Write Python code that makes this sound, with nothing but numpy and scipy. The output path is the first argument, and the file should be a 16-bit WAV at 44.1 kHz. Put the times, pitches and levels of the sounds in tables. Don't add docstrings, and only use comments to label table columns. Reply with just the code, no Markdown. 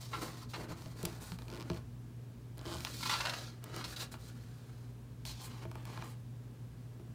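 import sys
import numpy as np
from scipy import signal
from scipy.fft import rfft, irfft, next_fast_len
from scipy.io import wavfile

SR = 44100
rng = np.random.default_rng(int(sys.argv[2]) if len(sys.argv) > 2 else 0)


def file_out(sig):
    cols = np.atleast_2d(sig).T
    lim = np.clip(cols, -1, 1)
    pcm = np.round(lim * 32767).astype(np.int16)
    wavfile.write(sys.argv[1], SR, pcm)


N = 315199

# [t/s, length/s, hiss level/dB, swell over the stroke/dB, pressure/dB,
# sizzle level re hiss/dB]
RUB_STROKES = [(0, 0.098, -57, -11, -12, -5), (0.099, 0.12, -58.5, 2.5, 7, -4),
               (0.212, 0.079, -53.5, -7.5, 7.5, -3), (0.292, 0.14, -61, 1.5, -3, -6.5),
               (0.485, 0.073, -61, -4, -12, -4), (0.549, 0.089, -62, 5, 13, -4.5),
               (0.679, 0.047, -59, 1.5, 8, -6), (0.748, 0.18, -65, -2, 3, -3.5),
               (0.949, 0.23, -61, -3, 7, -3), (1.198, .15, -60.5, -7, -0.5, 0),
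               (1.384, 0.1, -71, -5, 13.5, 0.5), (1.486, 0.13, -73.5, 7.5, 23, 3),
               (1.639, 0.14, -66.5, 5, 10, -4), (3.612, 0.13, -65.5, 7.5, 9.5, -8),
               (3.737, 0.081, -53.5, -3, 3.5, -8), (3.835, 0.1, -56.5, 5.5, -4, -3.5),
               (3.958, 0.07, -54.5, 11, -6.5, -3), (4.112, 0.016, -58, 3, 0.5, 1),
               (4.176, 0.11, -64.5, 10.5, -9, -3), (4.28, 0.62, -72.5, -7.5, -0.5, -4.5),
               (5.248, 0.07, -50.5, -2, -18, -6), (5.332, 0.079, -60, 9, -17, -10),
               (5.404, 0.054, -59, 8.5, -4, 2), (5.486, 0.15, -64.5, 1.5, 2.5, -7.5),
               (5.664, 0.17, -76, 10, 11, -3), (5.845, 0.19, -63.5, -3, 7.5, -5.5),
               (6.029, 0.089, -66.5, 2.5, 1.5, 1)]
# [t/s, friction hiss level/dB, flexing level of the sheet/dB]
PAGE_TURN = [(2.57, -80, -64), (2.69, -60, -55.5), (2.95, -52.5, -61), (3.08, -46.5, -71),
             (3.18, -48.5, -51), (3.3, -52.5, -46), (3.39, -51, -53), (3.49, -57.5, -60.5), (3.6, -81, -72)]
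# [f/Hz, relative level per Hz/dB]
HISS_SPECTRUM = [(1470, -18), (2500, -0.5), (2840, -10), (3150, 1), (3600, 0.5), (4130, 5), (6350, -2.5),
                 (7110, -9), (8500, -29), (11000, -29), (18700, -120)]
SIZZLE_SPECTRUM = [(4120, -51), (7000, 2.5), (7870, 4), (8860, 4.5), (10200, 1), (13600, -1), (15100, 3),
                   (16000, -23)]
# [f/Hz, relative level per Hz/dB]
FLAT_SPECTRUM = [(350, -49), (600, -21), (637, 2), (770, -1), (948, -1.5), (1080, 3), (1170, -7),
                 (1310, -3), (1500, -6.5), (2000, -9), (3000, -15.5), (3900, -57), (6600, -120)]
FREE_SPECTRUM = [(350, -29), (600, -3), (759, 1), (852, -7), (929, -1), (1010, -5.5), (1310, -0.5),
                 (1600, -2), (1980, -6), (2140, -9), (3000, -10), (3900, -37), (6600, -120)]
SMOOTHED_SPECTRUM = [(350, -37), (600, -5.5), (941, 3.5), (1220, -1), (1330, -8), (1410, -8), (1790, -5.5),
                     (2400, -9.5), (2850, -6.5), (3130, -10.5), (3500, -14), (4550, -35), (7700, -120)]
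# [f/Hz, width/Hz, relative level/dB]
RUBBED_BOOK_MODES = [(153.6, 23.3, -2), (254, 51, -10.5), (331.7, 30, -6), (428, 14, -5.5),
                     (494, 37, -12.5), (642, 31, -12)]
# [t/s, level/dB, treble level re middle/dB, length/s]
BUCKLE_EVENTS = [(0.13, -35.5, -14.5, 0.033), (0.218, -48, -18, 0.025), (0.534, -37, -10, 0.027),
                 (2.867, -36, -9, 0.008), (3.006, -43, 0, .008), (3.028, -35, 0, 0.011),
                 (3.054, -37.5, 1, 0.029), (3.0934, -28.5, -3, 0.011), (3.108, -36, 1.5, 0.033),
                 (3.13, -34, -7.5, 0.046), (3.202, -29.5, -7, 0.014), (3.232, -40, -13, 0.018),
                 (3.252, -26.5, -7.5, 0.01), (3.268, -29, -7, 0.0082), (3.294, -34, 1.5, 0.009),
                 (3.334, -35, -5, 0.011), (3.809, -39.5, -10, 0.0079), (3.84, -42, 3.5, 0.016),
                 (3.961, -52.5, 13, 0.012), (3.993, -53.5, 11.5, 0.042), (4.138, -49.5, -6, 0.011)]
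# [f/Hz, width/Hz, relative level/dB]
BENT_SHEET_MODES = [(843, 70, -10.5), (1006, 91, -1.5), (1360, 36, -4), (1660, 250, -7.5), (2155, 120, -24),
                    (2910, 320, -7), (3290, 190, -13), (4130, 710, -4.5), (5560, 1900, -17),
                    (6650, 400, -36.5)]
# [t/s, slip rate/Hz, level/dB]
CREAK_COURSE = [(2.574, 58, -52), (2.608, 45.3, -49), (2.635, 65.4, -66), (2.65, 90, -62),
                (2.654, 160, -47.5), (2.674, 195, -48.5), (2.714, 210, -46), (2.735, 160, -42.5),
                (2.755, 160, -42.5), (2.765, 66, -48), (2.791, 61, -44)]
# [f/Hz, width/Hz, relative level/dB]
CREAKING_PAGE_MODES = [(306, 46, 7), (622, 25, 5.5), (823, 39, 1.5), (1080, 190, -1), (1470, 330, -12),
                       (2240, 280, -10.5), (3070, 210, -3.5), (4100, 1000, -8), (5160, 530, -7),
                       (6700, 2500, -16)]
# [t/s, length/s, first gap/s, snap level/dB]
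STUTTER_ROWS = [(1.4815, .096, .0193, -51), (1.599, .031, 0.0085, -48.5), (1.7155, .034, .017, -53),
                (1.763, .015, 0.0099, -55)]
# [t/s, snap level/dB, knock level/dB, crisp top level/dB]
TICK_EVENTS = [(0.8202, -55, -51, -65), (0.859, -52, -53, -78), (1.0293, -49, -53, -46),
               (1.0518, -38, -41, -39), (1.0544, -37.5, -48, -37.5), (1.1278, -56, -53, -65),
               (1.319, -44.5, -43, -60), (1.3872, -50, -47.5, -60), (1.42, -52, -52, -67),
               (1.7, -41.5, -36.5, -61), (2.58, -60, -53, -55), (2.805, -44, -50, -54),
               (2.8486, -32, -39, -47), (3.6403, -51, -49, -47.5), (3.763, -45, -48, -48),
               (4.14, -68, -41.5, -68), (5.2523, -42.5, -50, -52), (5.6521, -68, -45, -66),
               (5.714, -55, -46, -60), (5.7544, -56, -43, -60), (5.853, -51, -51, -53.5),
               (5.9748, -51, -39.5, -65), (6.0228, -51, -38.5, -66), (6.9962, -72, -59, -77)]
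# [f/Hz, relative level/dB, t60/s]
TAPPED_PAGE_MODES = [(634, -7, 0.089), (905, 5.5, 0.022), (1058, 1.5, 0.026), (1287, 7, 0.0094),
                     (1720, -1.5, 0.015), (2370, -3.5, 0.024)]
# [t/s, level/dB]
BUMP_EVENTS = [(0.705, -38), (0.863, -42.5), (1.035, -37), (1.067, -32.5), (1.319, -42.5), (1.7, -30),
               (1.714, -38.5), (2.664, -35), (2.743, -35), (3.84, -42), (4.143, -46.5), (5.652, -38.5),
               (5.755, -47), (5.974, -47), (6.023, -52), (6.997, -46.5)]
# [f/Hz, relative level/dB, t60/s]
STRUCK_BOOK_MODES = [(75.3, -4.5, 0.5), (127, 10, 0.02), (175.7, 1.5, 0.16), (267, -13.5, 0.063),
                     (342.2, -4, 0.2), (429, -1, 0.041), (645, -6, 0.088), (848, -16.5, 0.11)]
# [f/Hz, rms level before slight variation/dB]
HUM_PARTIALS = [(119.9, -49.5), (239.8, -66)]
# [f/Hz, relative level per Hz/dB]
AIR_SPECTRUM = [(88, -31), (150, -4), (209, -9), (240, -4), (270, -9.5), (383, -16.5), (422, -13.5),
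                (475, -18.5), (601, -22), (745, -24.5), (1040, -25.5), (1480, -30.5), (1630, -27),
                (1760, -31.5), (16000, -43)]
RUMBLE_SPECTRUM = [(22, -46), (40, -22.5), (57, 6), (78, -13.5), (100, -0.5), (120, 1), (145, -4),
                   (180, -15)]

AIR_DB, RUMBLE_DB = -57, -54
ROOM_T60_S, ROOM_DB = 0.21, -14.5
CUTOFF_HZ = 16100
ATTACK_SHARE = 0.13
ATTACK_S, RELEASE_S, BODY_RELEASE_S = 0.0052, 0.017, 0.027
BODY_DB, FLEX_DB, FLEX_SHARE = -1, 0.5, 0.56
TURN_SIZZLE_DB, DULLING_DB_PER_S = -1, 10
TURN_BODY_DB, TURN_BODY_SHARE = -54.5, 0.45
LIFTED_S, LAID_DOWN_S = 2.3, 5.0
STEADY_GAP_S = .009
STUTTER_KNOCK_DB, STUTTER_TOP_DB = -3, -14


def rubbing(judder_db=2.0, judder_rate=110, flat_db=0, smoothed_db=3, hiss_db=0, sizzle_db=0, crinkle_db=-12):
    t = np.arange(N) / SR
    judder = judder_db * drift(judder_rate)
    coarse = slips(per_s=3000, spread_db=2.5)
    fine = slips(per_s=15000, spread_db=4.0)
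    fine = fine + from_db(crinkle_db) * slips(per_s=93, spread_db=2.2)
    book = rms_one(ring_resonances(coarse, RUBBED_BOOK_MODES))
    surface = from_db(hiss_db) * coloured(fine, HISS_SPECTRUM)
    sheen = from_db(sizzle_db) * coloured(fine, SIZZLE_SPECTRUM)
    flat = from_db(flat_db) * coloured(coarse, FLAT_SPECTRUM)
    free = coloured(coarse, FREE_SPECTRUM)
    smoothed = from_db(smoothed_db) * coloured(coarse, SMOOTHED_SPECTRUM)
    sheet = np.select([t < LIFTED_S, t < LAID_DOWN_S], [flat, free], smoothed)
    body, flex, hiss, sizzle = rub_gains() + turn_gains()
    heavy = (body * book + flex * sheet) * from_db(judder)
    light = (hiss * surface + sizzle * sheen) * from_db(.5 * judder)
    return heavy + light


def rub_gains():
    gains = np.zeros((4, N))
    for s, length_s, db, swell_db, pressure_db, sizzle_db in RUB_STROKES:
        light = from_db(db) * stroke(s, length_s, swell_db, RELEASE_S)
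        heavy = from_db(db) * stroke(s, length_s, swell_db, BODY_RELEASE_S)
        gains += [heavy * from_db(BODY_DB + pressure_db),
                  heavy * from_db(FLEX_DB + FLEX_SHARE * pressure_db),
                  light,
                  light * from_db(sizzle_db)]
    return gains


def stroke(start_s, length_s, swell_db, release_s):
    age = np.maximum(np.arange(N) / SR - start_s, 0)
    attack = np.minimum(age / (ATTACK_S + ATTACK_SHARE * length_s), 1)
    hold = from_db(swell_db * (np.minimum(age / length_s, 1) - .5))
    return attack * hold * np.exp(-np.maximum(age - length_s, 0) / release_s)


def turn_gains():
    t = np.arange(N) / SR
    s, hiss, flex = np.transpose(PAGE_TURN)
    hiss, flex = np.interp(t, s, hiss), np.interp(t, s, flex)
    body = TURN_BODY_DB + TURN_BODY_SHARE * (hiss - hiss.max())
    sizzle = hiss + TURN_SIZZLE_DB - DULLING_DB_PER_S * (t - s[0])
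    turning = (t > s[0]) & (t < s[-1])
    return from_db([body, flex, hiss, sizzle]) * turning


def buckles(rise_s=0.0018, tail_db=-19, tail_s=0.012, raw_db=-13, split_hz=2600, level_db=0):
    t = np.arange(SR // 4) / SR
    force, bright = np.zeros(N), np.zeros(N)
    for s, db, treble_db, length_s in BUCKLE_EVENTS:
        collapse = np.exp(-(t / length_s) ** 2) + from_db(tail_db) * np.exp(-t / tail_s)
        shape = (1 - np.exp(-t / rise_s)) * collapse
        add(force, s, from_db(db) * shape)
        add(bright, s, from_db(db + treble_db) * shape)
    rush = slips(per_s=5000, spread_db=0.5)
    sheet = ring_resonances(rush, BENT_SHEET_MODES)
    sheet = rms_one(sheet + from_db(raw_db) * band(rush, 595, 6400))
    low = signal.sosfiltfilt(signal.butter(2, split_hz, fs=SR, output="sos"), sheet)
    return from_db(level_db) * (force * low + bright * (sheet - low))


def glancing(x, rate=5):
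    n, out = np.arange(N), x.copy()
    for lag_s, sway, gain in ((.0011, .14, -.22), (.0034, .06, .25)):
        lag = SR * lag_s * (1 + sway * drift(rate))
        out += gain * np.interp(n - lag, n, x)
    return out * np.std(x) / np.std(out)


def creak(level_db=0, scrape_db=-9, scrape_s=0.0011, uneven_db=1.0):
    s, per_s, db = np.transpose(CREAK_COURSE)
    t = np.arange(s[0], s[-1], 1 / SR)
    cycles = np.ceil(np.cumsum(np.interp(t, s, per_s)) / SR)
    age, force = np.arange(SR // 100) / SR, np.zeros(N)
    for at in t[np.diff(cycles, prepend=0) > 0]:
        release = from_db(scrape_db) * rng.standard_normal(len(age)) * np.exp(-age / scrape_s)
        release[0] += 1
        gain = from_db(np.interp(at, s, db) + uneven_db * rng.standard_normal())
        add(force, at, gain * release / np.sqrt(np.sum(release ** 2)))
    page = ring_resonances(force, CREAKING_PAGE_MODES)
    return from_db(level_db) * page * np.sqrt(.004 * SR * np.sum(force ** 2) / np.sum(page ** 2))


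def ticks(snap_db=-3.5, knock_db=-3.0, top_db=-1, lag_s=.0007):
    out = np.zeros(N)
    for s, snap, knock, top in TICK_EVENTS + stutters():
        snap_part = tick_part(low_hz=2280, high_hz=5640, decay_s=0.0017, scatter=0.11)
        add(out, s + lag_s, from_db(snap + snap_db) * snap_part)
        top_part = tick_part(low_hz=6600, high_hz=14500, decay_s=0.002, scatter=0.079)
        add(out, s + lag_s, from_db(top + top_db) * top_part)
        knock_part = unit_hit(struck(TAPPED_PAGE_MODES, uneven_db=-0.5))
        add(out, s + lag_s, from_db(knock + knock_db) * knock_part)
    return out


def stutters(uneven_db=-1.0):
    rows = []
    for start_s, length_s, gap_s, db in STUTTER_ROWS:
        s = start_s
        while s < start_s + length_s:
            snap = db + uneven_db * rng.standard_normal()
            rows.append((s, snap, snap + STUTTER_KNOCK_DB, snap + STUTTER_TOP_DB))
            s += gap_s
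            gap_s = (gap_s + STEADY_GAP_S) / 2
    return rows


def tick_part(low_hz, high_hz, decay_s, scatter):
    t = np.arange(SR // 16) / SR
    pulse = scatter * rng.standard_normal(len(t)) * np.exp(-t / decay_s)
    pulse[0] += 1
    return unit_hit(band(pulse, low_hz, high_hz, order=3))


def bumps(level_db=-6):
    out = np.zeros(N)
    for s, db in BUMP_EVENTS:
        add(out, s, from_db(db + level_db) * struck(STRUCK_BOOK_MODES, uneven_db=4.0))
    return out


def struck(modes, uneven_db):
    t = np.arange(SR // 3) / SR
    out = np.zeros(len(t))
    for k, (hz, db, t60) in enumerate(modes):
        decay = from_db(db + uneven_db * rng.standard_normal() - 60 * t / t60)
        out += (-1) ** k * decay * np.sin(2 * np.pi * hz * t)
    return out


def room(x, gap_s=0.00338):
    t = np.arange(SR // 2) / SR
    echoes = band(rng.standard_normal(len(t)), 200, 5100) * from_db(-60 * t / ROOM_T60_S) * (t > gap_s)
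    echoes = echoes / np.sqrt(np.sum(echoes ** 2))
    return x + from_db(ROOM_DB) * signal.fftconvolve(x, echoes)[:N]


def background(vary_db=0.8, vary_rad=0.08):
    t = np.arange(N) / SR
    hum = np.zeros(N)
    for hz, db in HUM_PARTIALS:
        amplitude = np.sqrt(2) * from_db(db + vary_db * drift(2.94))
        hum += amplitude * np.sin(2 * np.pi * hz * t + vary_rad * drift(6.9))
    air = from_db(AIR_DB) * coloured(rng.standard_normal(N), AIR_SPECTRUM)
    rumble = from_db(RUMBLE_DB) * coloured(rng.standard_normal(N), RUMBLE_SPECTRUM)
    return hum + air + rumble


def slips(per_s, spread_db):
    sizes = from_db(spread_db * np.minimum(rng.exponential(1, N), 4)) * rng.choice([-1, 1], N)
    return rms_one(sizes * (rng.random(N) < per_s / SR))


def drift(rate):
    knots = rng.standard_normal(4000)
    return rms_one(np.interp(np.arange(N) / SR * rate, np.arange(len(knots)), knots))


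def coloured(x, spectrum):
    hz, db = np.transpose(spectrum)
    size = next_fast_len(N)
    octave = np.log2(np.maximum(np.fft.rfftfreq(size, 1 / SR), 1))
    beyond = np.abs(octave - np.clip(octave, np.log2(hz[0]), np.log2(hz[-1])))
    gain = from_db(np.interp(octave, np.log2(hz), db) - 36 * beyond)
    return rms_one(irfft(rfft(x, size) * gain, size)[:N])


def ring_resonances(x, modes):
    return sum((-1) ** k * from_db(db) * resonate(x, hz, width) for k, (hz, width, db) in enumerate(modes))


def resonate(x, hz, width_hz):
    r = np.exp(-np.pi * width_hz / SR)
    zeros = np.array([1, 0, -1]) * (1 - r * r) / 2
    poles = [1, -2 * r * np.cos(2 * np.pi * hz / SR), r * r]
    return signal.lfilter(zeros, poles, x)


def band(x, low_hz, high_hz, order=2):
    sos = signal.butter(order, [low_hz, min(high_hz, .45 * SR)], "band", fs=SR, output="sos")
    return signal.sosfilt(sos, x + 1e-18)


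def unit_hit(x):
    return x / np.sqrt(np.sum(x ** 2) / (.004 * SR))


def rms_one(x):
    return x / np.sqrt(np.mean(x ** 2) + 1e-20)


def from_db(db):
    return 10 ** (np.asarray(db) / 20)


def add(out, s, sound):
    start = max(round(s * SR), 0)
    out[start:start + len(sound)] += sound[:N - start]


def scene():
    friction = glancing(rubbing() + buckles())
    book = friction + creak() + ticks() + bumps()
    return (room(book) + background())[None]


def record(dry):
    return signal.sosfilt(signal.ellip(10, .1, 70, CUTOFF_HZ, fs=SR, output="sos"), dry)


dry = scene()
out = record(dry)
file_out(out)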